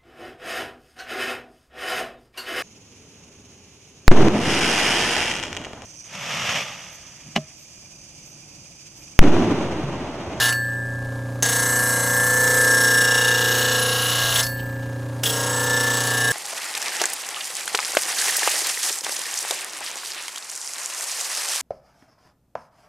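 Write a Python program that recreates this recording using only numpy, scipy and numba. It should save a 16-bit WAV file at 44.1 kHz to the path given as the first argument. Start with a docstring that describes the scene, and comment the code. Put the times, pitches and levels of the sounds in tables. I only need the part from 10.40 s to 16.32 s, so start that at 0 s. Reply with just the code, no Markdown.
"""A gritty steel rasp breaks off and a wheel sings on like a bell; two longer passes follow over a motor's hum.
A steel scraper is swept across the rim of a metal wheel on a bench grinder, close by.
The rim's grit comes round once a turn, so the rasp nearly repeats; it rings scraper and wheel.
The tool rest shakes on shaft multiples. Motor hum, rattle, whirr and a low rumble lie underneath."""
import sys
import numpy as np
from scipy import signal
from scipy.fft import rfft, irfft, next_fast_len
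from scipy.io import wavfile
from scipy.ndimage import uniform_filter1d, map_coordinates
from numba import njit

SR = 44100
rng = np.random.default_rng(int(sys.argv[2]) if len(sys.argv) > 2 else 0)


def level_to_linear(level):
    """Convert decibel levels to linear amplitude factors, elementwise."""
    exponent = np.asarray(level, float) / 20
    return 10 ** exponent


def unload_wav(signal):
    """Save mono or channel-first audio to the path in sys.argv[1] as 16-bit WAV at rate SR, clipped to [-1, 1]."""
    wavfile.write(
        sys.argv[1],
        SR,
        np.round(np.clip(np.atleast_2d(signal).T, -1, 1) * 32767).astype(np.int16),
    )


N = 261072

# All levels are ahead of the gain control; rel_db is scaled again where used.
# sweep: 0 scraper held square, 1 turned, 2 on its corner. multiple: of the shaft speed.

# hand on the scraper, one table a pass: (time_s, pressure_rel_db, sweep, rest_thud_db)
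PASSES = [
    [(0, -15, 2.24, -65), (.11, -24.5, 1.054, -50)],
    [(1.03, -26, 0.99, -33.5), (1.3, -23, 0.037, -33), (1.7, -23, 0.083, -34), (2.2, -21.5, 0.33, -27),
     (2.7, -22.5, 1.03, -30.5), (3.5, -23, 1.91, -31.5), (3.92, -21.5, 1.88, -46), (4.0, -19.5, 1.44, -58),
     (4.02, -16, 1.3, -43)],
    [(4.84, -28.5, 1.387, -32.5), (5.1, -27, 1.05, -32), (5.88, -25, 1.14, -32.5), (5.92, -23, 0.94, -28)],
]
# steel on the rim: (start_s, end_s)
CONTACT = [(-1, .11), (1.0245, 4.012), (4.8335, 5.92)]
# broad rasp colour, square and corner: (freq_hz, density_rel_db)
GRIT_SQUARE = [(1200, -0.5), (1800, 5), (2300, -8), (3000, -42), (5000, -4), (8000, 5), (9400, -1.5),
               (10400, -11), (13000, -6), (15000, -13), (15750, -32)]
GRIT_CORNER = [(1200, -5), (1800, 4), (2300, -13), (3000, 8), (4200, -1.5), (5000, 3), (7500, -2.5),
               (10400, -16), (13000, -8), (15000, -18), (15750, -34)]
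# scraper resonances: (freq_hz, width_hz, square_rel_db, turned_rel_db, corner_rel_db)
SCRAPER = [(2081, 19, 0, -5.5, -13), (2823, 76, -22, -10, -0.5), (2948, 70, -7.5, -15, -4),
           (3463, 130, -16.5, -9, -9), (3810, 103, -49, -4.5, -6), (4103, 75, -1, -62, -4),
           (4455, 17, -3.5, -20, -13), (5485, 103, -3.5, -0.5, -9), (6300, 25, 10, 2.5, -4),
           (6530, 57, -2, 1, -18), (6750, 110, -26, -22, -4), (7720, 150, -3, 0.5, -42),
           (8117, 40, 5, -7, -27), (8350, 25, 14, -8, -15), (9834, 35, 12.5, 4, 2.5),
           (11480, 65, 6, -12, -11), (12850, 100, -16, -29, -18), (13050, 120, -23, -35, -10),
           (14440, 47, -7, -25, -15), (15250, 46, -22, -7, -12)]
# scraper mode squealing on part of each turn: (centre_s, half_length_s, multiple, place_turns, level_db)
SQUEALS = [(1.5, .35, 97, .75, -41), (2.9, .32, 96, .68, -27), (3.65, .35, 97, .6, -30),
           (2.65, .5, 186, .7, -28.5), (2.85, .22, 126, .8, -33)]
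# proud grain catching the steel once a turn: (centre_s, half_length_s, place_turns, level_rel_db)
PROUD = [(1.4, .2, .585, -11), (1.6, .25, .89, -10), (1.8, .08, .585, -9), (2.38, .1, .5, -4),
         (2.85, .12, .74, -10), (5.6, .22, .56, -4), (5.65, .25, .6, -9)]
# steel meeting or skipping on the rim: (start_s, level_rel_db, ring_hz, length_s, ring_share_0_1)
TOUCHES = [(0.1245, -13.5, 2850, 0.016, 0.34), (1.0235, -13, 6300, 0.027, 1),
           (1.057, -22, 6500, 0.025, 0.6), (3.922, -20, 2850, 0.015, 0.9), (3.957, -11, 3400, 0.018, 0.54),
           (3.991, -28, 3400, 0.013, 0.9), (4.027, -12.5, 5160, 0.027, 0.3),
           (4.066, -15.5, 4740, 0.012, 0.23), (4.835, -10, 3370, 0.011, 0.4),
           (4.854, -11, 3350, 0.031, 0.62), (4.893, -15.5, 3267, 0.018, 1)]
# upper wheel modes: (freq_hz, level_rel_db, free_t60_s)
WHEEL = [(2780, -33, 3.9), (4452, 0.5, 0.37), (7760, -22, 1.1), (7947, -1, 1.02), (11237, 3, .4),
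         (11410, 0, .4), (14465, 7, 0.7), (14500, 1, 0.98)]
# lowest wheel mode, split in two by the spin: (free_hz, driving_multiple)
BELL = [(1629, 55), (1744.5, 59)]
# free decay of the two halves: (lower_s, upper_s)
BELL_T60_S = [2.64, 1.84]
# grit driving the two halves, one table a pass: (time_s, lower_db, upper_db)
SINGING = [
    [(0.0, -29, -25), (0.056, -25, -22), (0.11, -28.5, -23.5)],
    [(1.04, -30, -34), (1.35, -28.5, -24), (1.64, -26.5, -33), (1.77, -25, -23.5), (2.01, -33, -18.5),
     (2.32, -21, -19.5), (2.4, -21, -26), (2.59, -21.5, -20.5), (3.38, -29, -30), (3.46, -29.5, -42),
     (3.74, -35, -40), (3.81, -27.5, -31), (3.92, -31.5, -42), (4.01, -35, -31.5)],
    [(4.85, -51, -61), (4.872, -43, -49), (5.002, -37.5, -40.5), (5.314, -33, -23.5), (5.496, -40, -24),
     (5.604, -38, -29), (5.92, -26, -25)],
]
# shaking of the tool rest, low thud and higher buzz: (multiple, level_rel_db)
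THUD = [(14, -12.5), (15, 4), (16, 0.5), (17, 4), (18, -4), (19, -2.5)]
BUZZ = [(20, -16), (22, -8), (25, -7), (26, -8.5), (30, -7), (31, -3), (32, -7), (36, -3), (37, -6.5),
        (38, -6.5), (39, -18), (43, -12), (44, -5.5), (46, -11), (47, -3.5)]
# smear of the thud round the turn: (sweep, phase_rad per squared step of multiple)
SMEAR = [(.15, -1.5), (.25, -.1), (.65, -.3), (1.05, -1.4), (1.6, -.4)]
# scraper sliding on the rest between passes: (centre_s, half_length_s, level_db)
SLIDES = [(0.27, 0.063, -51.5), (4.202, 0.044, -51), (4.435, .04, -54.5)]
# small dry ticks between passes: (start_s, level_rel_db)
TICKS = [(.648, -40), (4.692, -50)]
# idle rattle of the motor, and lower rattle of the bench under it: (multiple, level_rel_db)
IDLE = [(13, -26.5), (15, -27), (17, -30), (18, -19), (19, -21)]
IDLE_LOW = [(3, -18), (5, -23), (6, -22), (7, -22.5), (8, -18.5), (9, -13), (10, -17)]
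# air and bearing noise of the motor: (freq_hz, density_rel_db)
WHIRR = [(55, -55), (85, -30), (170, -18), (300, -11.5), (550, -13), (900, -12.5), (1150, -16),
         (1700, -23.5), (2100, -30.5), (4000, -31), (9900, -32), (13000, -37), (15700, -51)]
# low rumble swelling as the hands shift: (centre_s, half_length_s, level_db)
SWELLS = [(0.658, 0.22, -50), (1.298, .12, -51), (4.106, 0.3, -49)]

# turns per s running free; turns per s lost square, turned, on the corner; time to follow
FREE_TURNS_HZ, LOAD_TURNS_HZ, SPEED_LAG_S = 29.88, [.26, .265, .19], .1
# extra bite of a landing, and its fade
BITE_DB, SETTLE_S = 5.5, 0.075
# run-out throb (0-1) square, turned, on the corner; high spot of the rim
THROB_DEPTH, HIGH_SPOT_TURNS = [0.23, 0.47, 0.045], 0.71
# rest resonance square, turned, on the corner; drop while unsettled
REST_HZ, UNSETTLED_HZ = [525, 489, 494], 51
BUZZ_DB, BUZZ_DB_PER_PRESSURE_DB, BUZZ_DB_PER_SWEEP, BUZZ_LACK_DB = -33, 0.11, 0.78, 11
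KNOCK_SPOT_TURNS = 1.0
HUM_HZ, HUM_DB, RUMBLE_DB = 120, -32, -56
# gain control: aim, dB taken per dB above it, time to follow
AIM_DB, SQUEEZE, FOLLOW_S = -17.5, 0.17, 0.093
TOP_HZ = 15780


def grinding():
    """The rasp: grit hisses, and rings the scraper's resonances as it is held."""
    pressure_db, sweep, _ = curves(np.concatenate(PASSES))
    pressure = contact() * level_to_linear(pressure_db + BITE_DB * unsettled())
    held = np.clip(sweep, 0, 2)
    depth = np.interp(sweep, range(3), THROB_DEPTH)
    hiss = grit(depth, HIGH_SPOT_TURNS, memory=0.94, sharpness=0.54)
    push = grit(depth, HIGH_SPOT_TURNS, memory=0.901, sharpness=2.2)
    share = held * np.pi / 4
    rasp = 0
    for colour, weight in ((GRIT_SQUARE, np.cos(share)), (GRIT_CORNER, np.sin(share))):
        broad = unit(filtered(hiss, lambda f: level_to_linear(along(colour, f))))
        rasp = rasp + level_to_linear(-6.5) * weight * pressure * broad
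    for hold in range(3):
        weight = np.sqrt(np.clip(1 - abs(held - hold), 0, 1))

        def body(f):
            """Scraper resonances of this hold, alternating in sign."""
            return sum((-1) ** k * level_to_linear(levels[hold]) * resonance(f, hz, width)
                       for k, (hz, width, *levels) in enumerate(SCRAPER))

        gain = level_to_linear(-5.5) / np.std(filtered(push, body))
        rasp = rasp + gain * filtered(weight * pressure * push, body)
    return rasp


def grit(depth, spot, memory, sharpness):
    """Force of the grit on the steel, throbbing with the wheel's run-out."""
    # coarse grit follows the run-out by the power sharpness; fine grit is sooner new
    coarse = filtered(track(memory), lambda f: 1 / (1 + (f / 6000) ** 2))
    fine = filtered(track(0.833), lambda f: 1 - 1 / (1 + (f / 6000) ** 2))
    fine = fine + 0.37 * rng.standard_normal(N)
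    lumps = level_to_linear(3.0 * track(0.846, size=40))
    throb = 1 + depth * np.cos(2 * np.pi * (turns() - spot))
    return unit((coarse * throb ** sharpness + fine * throb) * lumps)


def track(memory, size=1488):
    """Grit under the steel, size points a turn: each turn keeps a share of the last turn's pattern."""
    keep = np.clip(memory, 0, .99)
    angle = turns()
    rows = rng.standard_normal((int(angle[-1]) + 40, size))
    rim = signal.lfilter([np.sqrt(1 - keep ** 2)], [1, -keep], rows, axis=0)[30:]
    return unit(map_coordinates(rim.ravel(), [angle * size]))


def squeals():
    """Scraper tones locked to the shaft, opened once a turn and roughened by the grit."""
    angle = turns()
    out = 0
    for s, half, k, place, db in SQUEALS:
        gate = np.clip(.45 + np.cos(2 * np.pi * (angle - place)), 0, 1)
        rough = level_to_linear(1.6 * track(0.77, size=16) + 0.83 * wobble(16))
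        tone = np.sqrt(2) * np.sin(2 * np.pi * k * angle + 0.56 * track(.95, size=6))
        out = out + level_to_linear(db) * bump(s, half) * gate * rough * tone
    return contact() * out


def proud_grains():
    """A sharp tick each time a proud grain passes the edge."""
    angle = turns()
    impulses = 0
    for s, half, place, db in PROUD:
        passing = np.diff(np.floor(angle - place), prepend=np.floor(-place))
        impulses = impulses + level_to_linear(db) * bump(s, half) * passing
    return filtered(impulses * level_to_linear(1.5 * wobble(30)), lambda f: 2 * resonance(f, 6000, 3500))


def touches():
    """Steel brushing the high spot: a short gritty swell of noise with its own ring."""
    out = np.zeros(N)
    for s, db, hz, length_s, ring in TOUCHES:
        u = np.arange(SR // 20) / SR / length_s
        swell = (1 - np.exp(-u / 0.011)) * np.exp(-2.2 * u ** 2)
        burst = np.zeros(N)
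        burst[round(s * SR):][:len(u)] = rng.standard_normal(len(u)) * swell
        out += level_to_linear(db - 4) * filtered(
            burst, lambda f: (1 - ring) * resonance(f, 5800, 5200) + 7 * ring * resonance(f, hz, 140))
    return out


def wheel(force):
    """Upper wheel modes: the steel halves their decay time while it touches, then they ring free."""
    damping = 1 - .5 * contact()
    out = 0
    for hz, db, t60_s in WHEEL:
        keep = level_to_linear(-60 / (SR * t60_s * damping))
        out = out + level_to_linear(db) * damped_mode(force, np.exp(2j * np.pi * hz / SR), keep)
    return level_to_linear(-43.0) * out


@njit
def damped_mode(force, turn, keep):
    """One mode as a rotating complex state whose decay changes from sample to sample."""
    out, state = np.zeros(len(force)), 0j
    for i in range(len(force)):
        state = state * keep[i] * turn + force[i]
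        out[i] = state.imag
    return out


def singing():
    """The split bell mode locks to shaft multiples under the steel, and rings free between passes."""
    locked = uniform_filter1d(contact(), SR // 10)
    now = np.arange(N)
    last_touch = np.maximum.accumulate(now * contact()).astype(int)
    free_s = (now - last_touch) / SR
    out = 0
    for (free_hz, k), t60_s, driven_db in zip(BELL, BELL_T60_S, curves(np.concatenate(SINGING))):
        db = lagged(driven_db[last_touch] - 60 * free_s / t60_s, 0.0029)
        locked_hz = k * speed() + 1.243 * wobble(6.6)
        pitch_hz = locked * locked_hz + (1 - locked) * free_hz
        waver_db = locked * (1.27 * wobble(20) + 1.37 * track(0.99, size=4))
        tone = np.sqrt(2) * np.sin(2 * np.pi * np.cumsum(pitch_hz) / SR)
        out = out + level_to_linear(db + waver_db) * tone
    return out


def tool_rest():
    """Rest and bench shake on shaft multiples, over rougher repeating noise, and settle slowly."""
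    pressure_db, sweep, thud_db = curves(np.concatenate(PASSES))
    buzz_db = BUZZ_DB + BUZZ_DB_PER_PRESSURE_DB * (pressure_db - np.median(pressure_db))
    buzz_db = buzz_db + BUZZ_DB_PER_SWEEP * sweep - BUZZ_LACK_DB * unsettled()
    centre_hz = np.interp(sweep, range(3), REST_HZ) - UNSETTLED_HZ * unsettled()
    pressed = lagged(contact(), .04)
    rough = unit(filtered(track(0.85), lambda f: resonance(f, 570, 340) + resonance(f, 1060, 490)))
    # multiples nearest the rest's resonance stand out
    near = [(k, db - 10 * np.log10(1 + ((k * speed() - centre_hz) / 45) ** 2)) for k, db in THUD]
    smear = np.interp(sweep, *np.transpose(SMEAR))
    thud = level_to_linear(thud_db) * orders(near, waver_db=2.0, rate=2.41, spot=.5, scatter=0.35, smear=smear)
    knock = orders([(8, -4.0), (9, 4.0), (10, -1), (11, -6.5)],
                   waver_db=4.7, rate=2.4, spot=KNOCK_SPOT_TURNS, scatter=0.44)
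    bench = level_to_linear(thud_db - 14.5) * knock
    buzzing = orders(BUZZ, waver_db=2.5, rate=2.554, spot=.6, scatter=2.58)
    buzz = level_to_linear(buzz_db) * unit(buzzing + 0.75 * rough)
    return filtered(pressed * (thud + bench + buzz), lambda f: 1 / (1 + (150 / (f + 1)) ** 4))


def slides():
    """Scraper sliding on the rest: a faint scuff that rings its low modes."""
    stroke = sum(level_to_linear(db) * bump(s, half) for s, half, db in SLIDES)
    scuff = level_to_linear(3.6 * wobble(60)) * rng.standard_normal(N)
    return stroke * unit(filtered(scuff, lambda f: resonance(f, 3030, 300) + .5 * resonance(f, 3700, 900)))


def ticks():
    """Faint broad clicks: noise dying in a few milliseconds."""
    t = np.arange(N) / SR
    puff = sum(level_to_linear(db) * (t >= s) * np.exp(-abs(t - s) / .003) for s, db in TICKS)
    return filtered(puff * rng.standard_normal(N), lambda f: resonance(f, 3500, 7000))


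def motor():
    """Mains hum, shaft rattle, whirr, and a chug and a tick each turn; the bench rumbles below."""
    hum = np.sqrt(2) * np.sin(2 * np.pi * HUM_HZ * np.arange(N) / SR)
    rattle = orders(IDLE, waver_db=2.0, rate=2.89, spot=.6, scatter=0.42)
    knock = orders(IDLE_LOW, waver_db=2.2, rate=2.82, spot=KNOCK_SPOT_TURNS, scatter=0.59)
    # bearing noise partly repeats with the shaft
    bearing = 0.2 * track(0.54) + rng.standard_normal(N)
    bearing = bearing * level_to_linear(0.7 * wobble(30) + 1.5 * track(0.8, size=12))
    whirr = unit(filtered(bearing, lambda f: level_to_linear(along(WHIRR, f))))
    tick_gate = level_to_linear(19 * np.cos(2 * np.pi * turns()) + 2.8 * wobble(19))
    tick = unit(filtered(tick_gate * rng.standard_normal(N), lambda f: resonance(f, 6640, 300)))
    chug_gate = level_to_linear(9.4 * np.cos(2 * np.pi * (turns() - .6)))
    chug = unit(filtered(chug_gate * track(.99),
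                         lambda f: resonance(f, 490, 160) + 0.97 * resonance(f, 820, 420)))
    rumble = unit(filtered(rng.standard_normal(N), lambda f: resonance(f, 37, 47) ** 2))
    swell = level_to_linear(RUMBLE_DB) + sum(level_to_linear(db) * bump(s, half) for s, half, db in SWELLS)
    # levels relative to the hum
    running = hum + level_to_linear(-12) * rattle + level_to_linear(-9.0) * knock + level_to_linear(-13.0) * whirr
    running = running + level_to_linear(-33.0) * tick + level_to_linear(-17.5) * chug
    return level_to_linear(HUM_DB) * running + swell * rumble


def short_tail(x):
    """A short noise tail after the sound, longest in the lows and shortest near 3 kHz."""
    hz, t, z = signal.stft(rng.standard_normal(SR // 2), SR, nperseg=256)
    t60_s = along([(300, 0.76), (3000, 0.18), (12000, 0.3)], hz)[:, None]
    tail = signal.istft(z * level_to_linear(-60 * t / t60_s), SR, nperseg=256)[1]
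    return signal.fftconvolve(np.pad(x, (300, 0)), tail / np.linalg.norm(tail))[:N]


def contact():
    """1 while the steel is on the rim, else 0."""
    t = np.arange(N) / SR
    return sum(1. * (t >= start) * (t <= end) for start, end in CONTACT)


def unsettled():
    """1 as the steel lands, fading as it settles."""
    t = np.arange(N) / SR
    return sum((t >= start) * np.exp(-abs(t - start) / SETTLE_S) for start, _ in CONTACT)


def speed():
    """Turns a second: the steel slows the shaft."""
    sweep = curves(np.concatenate(PASSES))[1]
    load_hz = contact() * np.interp(sweep, range(3), LOAD_TURNS_HZ)
    return FREE_TURNS_HZ - lagged(load_hz, SPEED_LAG_S)


def turns():
    """Shaft angle in turns."""
    return np.cumsum(speed()) / SR


def orders(table, waver_db, rate, spot, scatter, smear=0):
    """Wavering sines on shaft multiples; little phase scatter makes them beat once a turn, at the spot."""
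    angle = 2 * np.pi * (turns() - spot)
    middle = table[len(table) // 2][0]
    out = 0
    for k, db in table:
        level = level_to_linear(db + waver_db * wobble(rate))
        phase = smear * (k - middle) ** 2 + scatter * rng.normal() + 0.51 * wobble(rate)
        out = out + level * np.cos(k * angle + phase)
    return unit(out)


def unit(x):
    """Scaled to rms 1."""
    return x / np.sqrt(np.mean(x ** 2) + 1e-20)


def along(points, hz):
    """(freq_hz, value) points read on a log frequency axis."""
    f, v = np.transpose(points)
    return np.interp(np.log(hz + 1), np.log(f + 1), v)


def curves(rows):
    """One value per sample for each column after the time."""
    s, *cols = np.transpose(rows)
    return [np.interp(np.arange(N) / SR, s, c) for c in cols]


def bump(centre_s, half_s):
    """Gaussian swell of peak 1, down to 1/e at half_s from the centre."""
    return np.exp(-((np.arange(N) / SR - centre_s) / half_s) ** 2)


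def wobble(rate):
    """A smooth random curve, rate knots a second."""
    coarse = np.arange(0, N + 64, 64)
    knots = rng.standard_normal(int(N * rate / SR) + 4)
    return np.interp(np.arange(N), coarse, map_coordinates(knots, [coarse * rate / SR]))


def lagged(x, seconds):
    """x followed with a delay, starting from its first value."""
    keep = np.exp(-1 / (SR * seconds))
    return signal.lfilter([1 - keep], [1, -keep], x - x[0]) + x[0]


def filtered(x, response):
    """x times a complex response of frequency."""
    m = next_fast_len(N + SR)
    return irfft(rfft(x, m) * response(np.fft.rfftfreq(m, 1 / SR)), m)[..., :N]


def resonance(f, hz, width):
    """Causal resonance of peak gain 1."""
    return 1j * f * width / (hz * hz - f * f + 1j * f * width)


def scene():
    """Rasp in the middle, a faint treble tail in opposite sign left and right, motor slightly right."""
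    rasp = grinding() + squeals() + touches() + proud_grains()
    rasp = filtered(rasp, lambda f: 1 / (1 + (130 / (f + 1)) ** 4))
    steel = rasp + wheel(rasp) + level_to_linear(-10.0) * short_tail(rasp)
    steel = steel + singing() + tool_rest() + slides() + ticks()
    treble_tail = level_to_linear(-30.5) * short_tail(filtered(rasp, lambda f: f > 2400))
    return steel + treble_tail * [[1], [-1]] + motor() * level_to_linear(np.array([[-.2], [.2]]))


def low_pass(x):
    """Removes everything above the highest recorded frequency."""
    return signal.sosfilt(signal.butter(12, 16050, fs=SR, output="sos"), x)


def record(dry):
    """Gain control rides the level; faint noise in opposite sign left and right; then the band limit."""
    power = lagged(uniform_filter1d(np.mean(dry ** 2, axis=0), SR // 20), FOLLOW_S)
    level_db = 10 * np.log10(abs(power) + 1e-9)
    ridden = dry * level_to_linear(-SQUEEZE * (level_db - AIM_DB))
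    noise = unit(filtered(rng.standard_normal(N), lambda f: 0.039 + 1 / (1 + (f / 400) ** 2)))
    apart = level_to_linear(-59.5) * noise
    mix = filtered(ridden + [apart, -apart], lambda f: f < TOP_HZ)
    return low_pass(mix)


dry = scene()
out = record(dry)
unload_wav(out)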